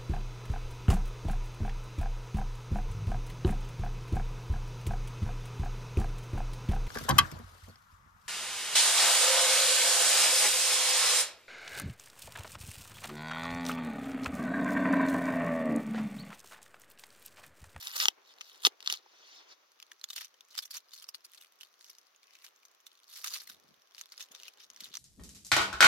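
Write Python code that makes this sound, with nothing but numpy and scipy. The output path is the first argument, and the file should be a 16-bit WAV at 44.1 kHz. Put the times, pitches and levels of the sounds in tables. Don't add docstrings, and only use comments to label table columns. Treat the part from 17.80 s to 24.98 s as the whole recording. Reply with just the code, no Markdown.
import sys
import numpy as np
from scipy import signal
from scipy.fft import rfft, irfft
from scipy.io import wavfile
from scipy.ndimage import uniform_filter1d

SR = 44100
rng = np.random.default_rng(int(sys.argv[2]) if len(sys.argv) > 2 else 0)


def digitize_waveform(pressure):
    field = np.atleast_2d(pressure).T
    bounded = np.clip(field, -1, 1)
    quanta = np.round(bounded * 32767).astype(np.int16)
    wavfile.write(sys.argv[1], SR, quanta)


N = 316638

# (frequency [Hz], relative level [dB])
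AIR_COLOUR = [(30, -47), (134, -21.5), (374, -8.5), (937, -4), (1100, 4), (1630, -2.5), (5310, -5.5),
              (6050, -1.5), (8080, -26.5), (12600, -13), (16000, -15.5)]
# (time [s], level before its unevenness [dB])
ARM_LEVELS = [(0, -77), (.35, -68), (1.28, -70), (1.72, -67), (1.88, -78), (6.2, -77), (6.55, -69.5),
              (6.9, -75)]
# (frequency [Hz], relative level [dB])
CLOTH_COLOUR = [(40, -44), (180, -23.5), (380, -1.5), (1100, -4), (2500, -9), (9000, -42)]
# (time of peak [s], build-up [s], let-go [s], level before lumps [dB])
WIND_PUFFS = [(5.75, 0.16, 0.16, -75), (5.9, 0.12, 0.1, -72), (7.05, 0.24, 0.25, -75)]
# (frequency [Hz], relative level [dB])
WIND_COLOUR = [(25, -30), (90, -3.5), (200, 1.5), (700, -3), (3000, -64)]
# (frequency [Hz], left minus right [dB])
PORT_DIFFERENCE = [(1290, 1.16), (4400, 2.5), (8120, -6.5), (15000, 0)]
# (time [s], peak level [dB])
FINGER_THUDS = [(5.7, -62), (5.888, -66.5), (5.911, -64), (6.504, -65.5), (7.021, -59), (7.106, -60)]
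# (time [s], peak level [dB], hardness [dB per octave])
BLADE_KNOCKS = [(0.2564, -30, 34), (0.2827, -29.5, 9.5), (0.8684, -27.5, 0), (1.126, -42.5, 7),
                (1.261, -51.5, 12)]
# (frequency [Hz], relative level before hardness [dB], decay by 60 dB [s])
STUMP_MODES = [(274, -11, 0.03), (370, -2, 0.025), (483, -3.5, 0.021), (704, -5.5, 0.02), (843, 0.5, 0.02),
               (1164, -10, 0.012)]
# (time of greatest force [s], build-up [s], let-go [s],
# friction level [dB], dryness [0 wet flesh, 1 papery skin])
BLADE_STROKES = [(0.055, 0.26, 0.16, -44, 0.77), (0.166, 0.035, 0.055, -35, 0.9),
                 (0.222, 0.046, 0.058, -29, 0.67), (0.513, 0.077, 0.032, -56, 0.49),
                 (.685, 0.13, 0.21, -55.5, 0.63), (0.867, 0.038, 0.013, -32.5, 0.93),
                 (1.116, 0.071, 0.063, -40.5, 0.6), (1.572, 0.32, 0.1, -55, 0.039),
                 (1.721, 0.052, 0.029, -53.5, 0.08)]
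# (time of greatest force [s], build-up and let-go [s],
# friction level [dB])
SKIN_PULLS = [(2.374, .018, -42), (2.42, .045, -46.5), (2.77, .07, -51.5), (2.955, .037, -43),
              (3.175, .085, -53.5), (3.55, .05, -53.5), (3.625, .035, -59), (3.84, .04, -59),
              (4.08, .1, -59), (4.55, .1, -60.5), (4.65, .04, -52), (5.375, .1, -47.5), (5.47, .031, -40),
              (5.545, .062, -40), (5.615, 0.039, -49), (5.72, .06, -56.5), (6.195, 0.054, -53.5),
              (6.325, .031, -56), (6.415, .05, -49.5), (6.555, .05, -56.5), (6.65, 0.095, -54.5),
              (6.818, 0.037, -51.5), (7.045, .09, -51), (7.155, .036, -48)]
# (time [s], ring [Hz], dryness [0 wet flesh, 1 papery skin])
RUBBED_LAYER = [(2.301, 3520, 0.55), (3.2, 4430, 0.86), (3.65, 3000, 1), (4.049, 5540, 0.78),
                (4.47, 2276, 0.47), (4.62, 2430, 0.81), (5.45, 4400, 0.93), (6.799, 3510, 0.63)]
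# (frequency [Hz], relative level [dB])
SKIN_COLOUR = [(200, -44), (500, -19.5), (800, -19), (1250, -5.5), (1700, -7), (2500, -6), (3300, -3.5),
               (6200, -1.5), (8200, -7.5), (13000, -1), (16500, -13.5)]
# (frequency [Hz], relative level [dB])
FLESH_COLOUR = [(100, -33.5), (400, -21), (1200, -1.5), (2300, 1), (3200, 5), (6000, 3.5), (8200, -20.5),
                (16000, -23)]
# (frequency [Hz], relative level [dB])
SNAP_COLOUR = [(180, -38), (400, -16.5), (750, -16), (1200, 5.5), (1700, -1), (2400, 2), (3200, 7),
               (4500, 2), (6300, 5), (8000, -11), (13000, -10), (16500, -16)]
# (multiple of its ring frequency, share of the ring's dB)
FLAKE_SHAPES = [(1.001, 1.5), (1.452, 0.34), (2, .5)]
# (time [s], snap level [dB],
# splintering relative to the snap, before a common offset [dB], ring of the flake [Hz])
LOUD_CRACKLES = [(2.001, -45, -28, 2490), (2.027, -40, -29.5, 3120), (2.1175, -41.5, -12.5, 1730),
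                 (2.2138, -44, -26.5, 4360), (2.2412, -30.5, -14, 3590), (2.2884, -44, -13, 4240),
                 (2.3035, -37.5, -1.5, 3360), (2.3321, -41.5, -3, 3820), (2.362, -43.5, 7, 3460),
                 (2.3812, -35.5, -4.5, 2800), (2.4095, -41, -1, 1880), (2.447, -41, -6, 5780),
                 (2.6086, -45, -20, 3900), (2.7794, -31.5, -2, 3900), (2.7897, -26, -13, 4900),
                 (2.8264, -44, 2, 3580), (2.8544, -41, -5, 6100), (2.9091, -43.5, 4, 4800),
                 (2.9408, -51.5, 7.5, 1750), (2.9685, -39.5, 1.5, 6300), (3.1359, -43.5, -2.5, 4280),
                 (3.2238, -45.5, -4, 3020), (3.2422, -41.5, -20, 5100), (3.2889, -36, -8, 5340),
                 (3.3465, -36, -7, 4530), (3.4483, -46.5, -1, 4740), (3.6111, -54, 2, 2920),
                 (3.8104, -41.5, -11, 3000), (3.8325, -42.5, -17.5, 2980), (4.0103, -49, -17.5, 4700),
                 (4.0443, -46.5, -24, 5420), (4.099, -47, -1, 5480), (4.1848, -48, -12, 5830),
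                 (4.4316, -53, -18, 2270), (4.5533, -49, -29.5, 2420), (4.8527, -48.5, -10, 6190),
                 (5.0674, -45.5, -4, 3710), (5.4436, -32, -3, 1230), (5.4731, -35, -12, 6370),
                 (5.4805, -34.5, -9, 5970), (5.5384, -30.5, -6, 4670), (5.6738, -51.5, 4, 1980),
                 (5.6924, -54, 5, 1560), (5.699, -39.5, -8, 1450), (6.1483, -45, -21, 4760),
                 (6.1812, -42.5, -19, 2800), (6.258, -48, -31, 3750), (6.2122, -35.5, -10, 6660),
                 (6.321, -42.5, -21, 4730), (6.3789, -39.5, -16, 5000), (6.4075, -37.5, -6.5, 3740),
                 (6.4149, -41, -28, 6200), (6.4262, -39, -12, 6270), (6.5175, -49, -3, 6460),
                 (6.5502, -39.5, -26, 3860), (6.6, -44.5, -23, 3120), (6.6339, -40.5, -26, 2720),
                 (6.6818, -40.5, -7.5, 2750), (6.9019, -41.5, -22, 6260), (6.9625, -44, -25, 5970),
                 (7.0064, -38.5, -6, 3910), (7.0428, -41.5, -4, 3770), (7.1413, -35.5, -20, 3610),
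                 (7.1538, -32, -26, 6270), (7.1708, -32, -27, 5780)]
# (time [s], snap level [dB],
# splintering relative to the snap, before a common offset [dB], ring [Hz],
# crispness before a common offset [dB])
BLADE_CUTS = [(0.0712, -29.5, -3, 3770, -3), (0.2015, -21, -2, 5000, -19), (0.2558, -15.5, -24, 3340, -16),
              (0.2839, -12, -39, 2760, -10), (0.6104, -35.5, 1, 2560, -13),
              (0.8355, -36.5, -16.5, 3900, -9), (0.8508, -10.5, -8.5, 3400, -27),
              (0.8568, -18, 0, 3100, -9.5), (0.8647, -17, -7.5, 4400, -5),
              (0.8687, -13.5, -13.5, 3300, -19), (1.0051, -42.5, -8, 2480, -9),
              (1.0272, -41.5, -18, 4100, -6), (1.0618, -34, 0, 3900, -15), (1.075, -19.5, -26.5, 3950, -14),
              (1.0999, -24, -2, 3020, -10.5), (1.1253, -22.5, -7, 5030, 0), (1.1386, -31, 1, 3380, -20)]

AIR_DB = -70.5
HOLD_DB = -75
LIFT_S = 1.9
STUMP_LAG, HAND_LAG = 10, 2
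SLICE_RING_HZ, RING_OCTAVES = 3900, .3
STROKE_DB, STROKE_ARCH = 16, 1.5
EDGE_HZ = 16300


def amp(db):
    return 10 ** (np.asarray(db) / 20)


def unit(x):
    return x / np.sqrt(np.mean(x ** 2) + 1e-20)


def spectrum(points, hz):
    f, value = np.transpose(points)
    return np.interp(np.log(hz + 1), np.log(f), value)


def curve(rows, t):
    return np.interp(t, *np.transpose(rows))


def add(mix, s, sound):
    part = mix[:, max(round(s * SR), 0):][:, :sound.shape[1]]
    part += sound[:, :part.shape[1]]


def bump(hz, centre_hz, octaves):
    return np.exp(-.5 * (np.log2((hz + 1) / centre_hz) / octaves) ** 2)


def causal(db):
    log_gain = np.log(amp(np.r_[db, db[-2:0:-1]]))
    return np.fft.ifft(np.exp(np.conj(signal.hilbert(log_gain)))).real


def blend(z, share):
    share = np.clip(share, 0, 1)
    return np.sqrt(share) * z[2] + np.sqrt(1 - share) * z[:2]


def smooth_noise(*sizes):
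    wander = rng.standard_normal(N)
    for size in sizes:
        wander = uniform_filter1d(wander, size=size)
    return unit(wander)


def noise(points, likeness):
    z = blend(rng.standard_normal((3, N)), likeness)
    return unit(irfft(rfft(z) * amp(spectrum(points, np.fft.rfftfreq(N, 1 / SR))), N))


def swells(rows, t):
    s, *lengths_s, db = np.array(rows)[:, :4].T[:, :, None]
    away = np.maximum((s - t) / lengths_s[0], (t - s) / lengths_s[-1])
    return db - STROKE_DB * abs(away) ** STROKE_ARCH


def outdoors(lumpy_db=3):
    t = np.arange(N) / SR
    lumps = smooth_noise(1200, 500)
    arms = noise(CLOTH_COLOUR, 0.083) * amp(curve(ARM_LEVELS, t) + 2.8 * lumps[::-1])
    wind = noise(WIND_COLOUR, 0.11) * amp(swells(WIND_PUFFS, t).max(0) + lumpy_db * lumps)
    return amp(AIR_DB) * noise(AIR_COLOUR, 0.066) + arms + wind


def surroundings(x, near_db=-13, near_t60=0.018, far_db=-30, far_t60=0.079):
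    t = np.arange(SR // 3) / SR
    shape = (2, 2, len(t))
    taps = rng.standard_normal(shape) * (rng.random(shape) < .1) * (t > .001)
    near = taps[0] * amp(-60 * t / near_t60)
    far = signal.lfilter([1, 1], [1, -.3], taps[1]) * amp(-60 * t / far_t60)
    echo = (amp(near_db) * unit(near) + amp(far_db) * unit(far)) / np.sqrt(len(t))
    return x + signal.fftconvolve(x, echo, axes=1)[:, :N]


def thuds(body_hz=220, octaves=0.67, die_s=0.0028):
    out, t = np.zeros((2, N)), np.arange(4096) / SR
    resonance = bump(np.fft.rfftfreq(2048, 1 / SR), body_hz, octaves)
    body = causal(20 * np.log10(resonance + 1e-3))
    for s, db in FINGER_THUDS:
        contact = rng.standard_normal(len(t)) * np.exp(-t / die_s)
        thud = signal.fftconvolve(contact, body)
        add(out, s, amp(db) * np.array([thud, thud]) / abs(thud).max())
    return out


def knocks(lowest_hz=240):
    out, t = np.zeros((2, N)), np.arange(4096) / SR
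    bass_cut = signal.butter(4, lowest_hz, "high", fs=SR, output="sos")
    for s, db, hardness in BLADE_KNOCKS:
        ring = np.zeros(len(t))
        for k, (hz, mode_db, t60) in enumerate(STUMP_MODES):
            level_db = mode_db + hardness * np.log2(hz / lowest_hz) - 60 * t / t60
            ring += (-1) ** k * amp(level_db) * np.sin(2 * np.pi * hz * t)
        ring = signal.sosfilt(bass_cut, ring)
        add(out, s, amp(db) * np.array([np.roll(ring, STUMP_LAG), ring]) / abs(ring).max())
    return out


def handling(t):
    steps = np.arange(0, N / SR, .002)
    on_stump = steps < LIFT_S
    slices = swells(BLADE_STROKES, steps)
    levels = np.vstack([slices, swells(SKIN_PULLS, steps)])
    weight = amp(slices - slices.max(0))
    blade_dryness = np.array(BLADE_STROKES)[:, -1] @ weight / weight.sum(0)
    s, layer_hz, layer_dryness = np.transpose(RUBBED_LAYER)
    dryness = np.where(on_stump, blade_dryness, np.interp(steps, s, layer_dryness))
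    ring_hz = np.where(on_stump, SLICE_RING_HZ, np.interp(steps, s, layer_hz))
    work_db = 10 * np.log10((amp(levels) ** 2).sum(0) + amp(HOLD_DB) ** 2)
    return [np.interp(t, steps, control) for control in (work_db, ring_hz, np.clip(dryness, 0, 1))]


def friction_grains(t, work_db, dry, grains_per_s=3000, spread_db=3.5, blade_spread_db=3.5):
    chance = np.minimum(grains_per_s * amp(0.9 * (work_db + 45.5)) / SR, .5)
    luck = np.minimum(rng.exponential(1, N), 4)
    sizes = np.where(t < LIFT_S, unit(amp(blade_spread_db * luck)), unit(amp(spread_db * luck)))
    sizes = sizes * (rng.random(N) < chance) / np.sqrt(chance)
    burst = signal.windows.hann(25)
    bursts = np.convolve(sizes ** 2, burst / burst.sum(), "same")
    return rng.standard_normal((3, N)) * np.sqrt(bursts * dry + (1 - dry) ** 2)


def friction_colour(hz, times, ring_db=8, patchy_db=3.0, wood_db=4.5, wood_hz=900):
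    force_db, ring_hz, dryness = handling(times)
    colour = dryness * spectrum(SKIN_COLOUR, hz) + (1 - dryness) * spectrum(FLESH_COLOUR, hz)
    colour += wood_db * (times < LIFT_S) * dryness * bump(hz, wood_hz, 0.83)
    pitch, sheen = unit(uniform_filter1d(rng.standard_normal((2, len(times))), size=5, axis=1))
    alone = np.interp(force_db, [-58, -46], [1, .35]) * np.sqrt(dryness)
    colour += ring_db * alone * bump(hz, ring_hz * 2 ** (.1 * pitch), RING_OCTAVES)
    colour += sheen * dryness / (1 + np.exp((7200 - hz) / 1000))
    patches = uniform_filter1d(rng.standard_normal(colour.shape), size=6, axis=0)
    patches = uniform_filter1d(patches, size=10, axis=1)
    return colour + patchy_db * unit(patches)


def friction(flutter_db=2.5, likeness=0.18, stump_likeness=0.89, alike_below_hz=5000,
             stump_lag_s=0.00024):
    t = np.arange(N) / SR
    work_db, _, dry = handling(t)
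    grains = friction_grains(t, work_db, dry)
    hz, times, z = signal.stft(grains, SR, nperseg=256, noverlap=192)
    hz, on_stump = hz[:, None], times < LIFT_S
    share = np.where(on_stump, stump_likeness / (1 + (hz / alike_below_hz) ** 6), likeness)
    late = np.exp(-2j * np.pi * hz * np.where(on_stump, stump_lag_s, HAND_LAG / SR))
    z = np.sqrt(share) * np.array([z[2] * late, z[2]]) + np.sqrt(1 - share) * z[:2]
    gain = amp(friction_colour(hz, times))
    z = z * gain / np.sqrt(np.mean(gain ** 2, axis=0))
    scrape = signal.istft(z, SR, nperseg=256, noverlap=192)[1][:, :N]
    slips = smooth_noise(260, 80)
    return scrape * amp(work_db + flutter_db * dry * slips)


def fractures(rows, body, lag, clump_s, clump_db, lead_s, lead_db, splinter_s, splinter_db,
              ring_db, ring_octaves, wander_db, crisp_db, likeness):
    out, size, start = np.zeros((2, N)), 2400, 352
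    t, hz = (np.arange(size) - start) / SR, np.fft.rfftfreq(512, 1 / SR)
    snap_s, run_s = .0015, .008
    treble = 1 / (1 + np.exp((7200 - hz) / 500))
    for s, db, after_db, ring_hz, crisp in rows:
        modes = [height * bump(hz, ring_hz * k, ring_octaves) for k, height in FLAKE_SHAPES]
        wander = unit(uniform_filter1d(rng.standard_normal(len(hz)), size=4))
        wander = wander * np.minimum(hz / 2500, 1) ** 2
        colour = spectrum(body, hz) + ring_db * np.max(modes, axis=0) + wander_db * wander
        natural_db = 10 * np.log10(np.average(treble, weights=amp(colour) ** 2))
        colour = colour + treble * (crisp + crisp_db - natural_db)
        crack, splinter = causal(colour - 4 * treble), causal(colour + 4.6 * treble)
        fibres = rng.standard_normal((3, size)) * rng.exponential(1, size) * (rng.random(size) < .15)
        fibres = blend(fibres, likeness)
        lead = fibres * np.exp(-abs(t) / lead_s) * (t < 0)
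        clump = unit(fibres * np.exp(-abs(t) / clump_s * np.where(t < 0, 2, 1)))
        head = amp(clump_db) * clump + unit(1. * (t == 0))
        run = fibres[:, ::-1] * np.clip(t / snap_s, 0, 1) * np.exp(-abs(t) / splinter_s)
        lead = unit(signal.fftconvolve(lead, splinter[None], axes=1))
        run = unit(signal.fftconvolve(run, splinter[None], axes=1))
        head = unit(signal.fftconvolve(head, crack[None], axes=1))
        loose = (run + amp(lead_db) * lead) * amp(after_db + splinter_db)
        sound = head * np.sqrt(snap_s) + loose * np.sqrt(run_s)
        add(out, s + t[0], amp(db) * sound * np.sqrt(SR / sound.shape[1]))
    return np.array([np.roll(out[0], lag), out[1]])


def small_crackles(count=115, level_db=-56.0, spread_db=1.0, after_db=-18, crowding=0.29, growth=0.24,
                   ring_hz=4600, ring_octaves=.45):
    t = np.arange(LIFT_S, N / SR, .002)
    work_db = handling(t)[0]
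    chance = np.cumsum(amp(crowding * work_db))
    s = np.interp((np.arange(count) + rng.random(count)) / count, chance / chance[-1], t)
    strength, size = rng.standard_normal((count, 2)).T
    db = level_db + growth * (np.interp(s, t, work_db) - work_db.mean()) + spread_db * strength
    return np.c_[s, db, np.full(count, after_db), ring_hz * 2 ** (ring_octaves * size)]


def peeling():
    breaks = np.vstack([LOUD_CRACKLES, small_crackles()])
    crispness = -.24 * (breaks[:, 1] - np.mean(LOUD_CRACKLES, axis=0)[1])
    return fractures(np.c_[breaks, crispness], SKIN_COLOUR, HAND_LAG, clump_s=0.00086, clump_db=0.0,
                     lead_s=0.0041, lead_db=-9, splinter_s=0.0056, splinter_db=-2.0, ring_db=7.5,
                     ring_octaves=0.16, wander_db=3.0, crisp_db=-9, likeness=0.09)


def trimming():
    return fractures(BLADE_CUTS, SNAP_COLOUR, STUMP_LAG, clump_s=0.00055, clump_db=-9,
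                     lead_s=0.0011, lead_db=-9.5, splinter_s=0.0054, splinter_db=-9.5, ring_db=5.5,
                     ring_octaves=0.24, wander_db=2.0, crisp_db=-2.0, likeness=0.4)


def scene():
    close = thuds() + knocks() + friction() + peeling() + trimming()
    return outdoors() + surroundings(close)


def record(dry):
    tilt_db = spectrum(PORT_DIFFERENCE, np.fft.rfftfreq(N, 1 / SR))
    heard = irfft(rfft(dry) * amp(np.array([tilt_db, -tilt_db]) / 2), N)
    band_limit = signal.firwin(401, EDGE_HZ, window=("kaiser", 8), fs=SR)
    return signal.oaconvolve(heard, band_limit[None], "same")


dry = scene()
out = record(dry)
digitize_waveform(out)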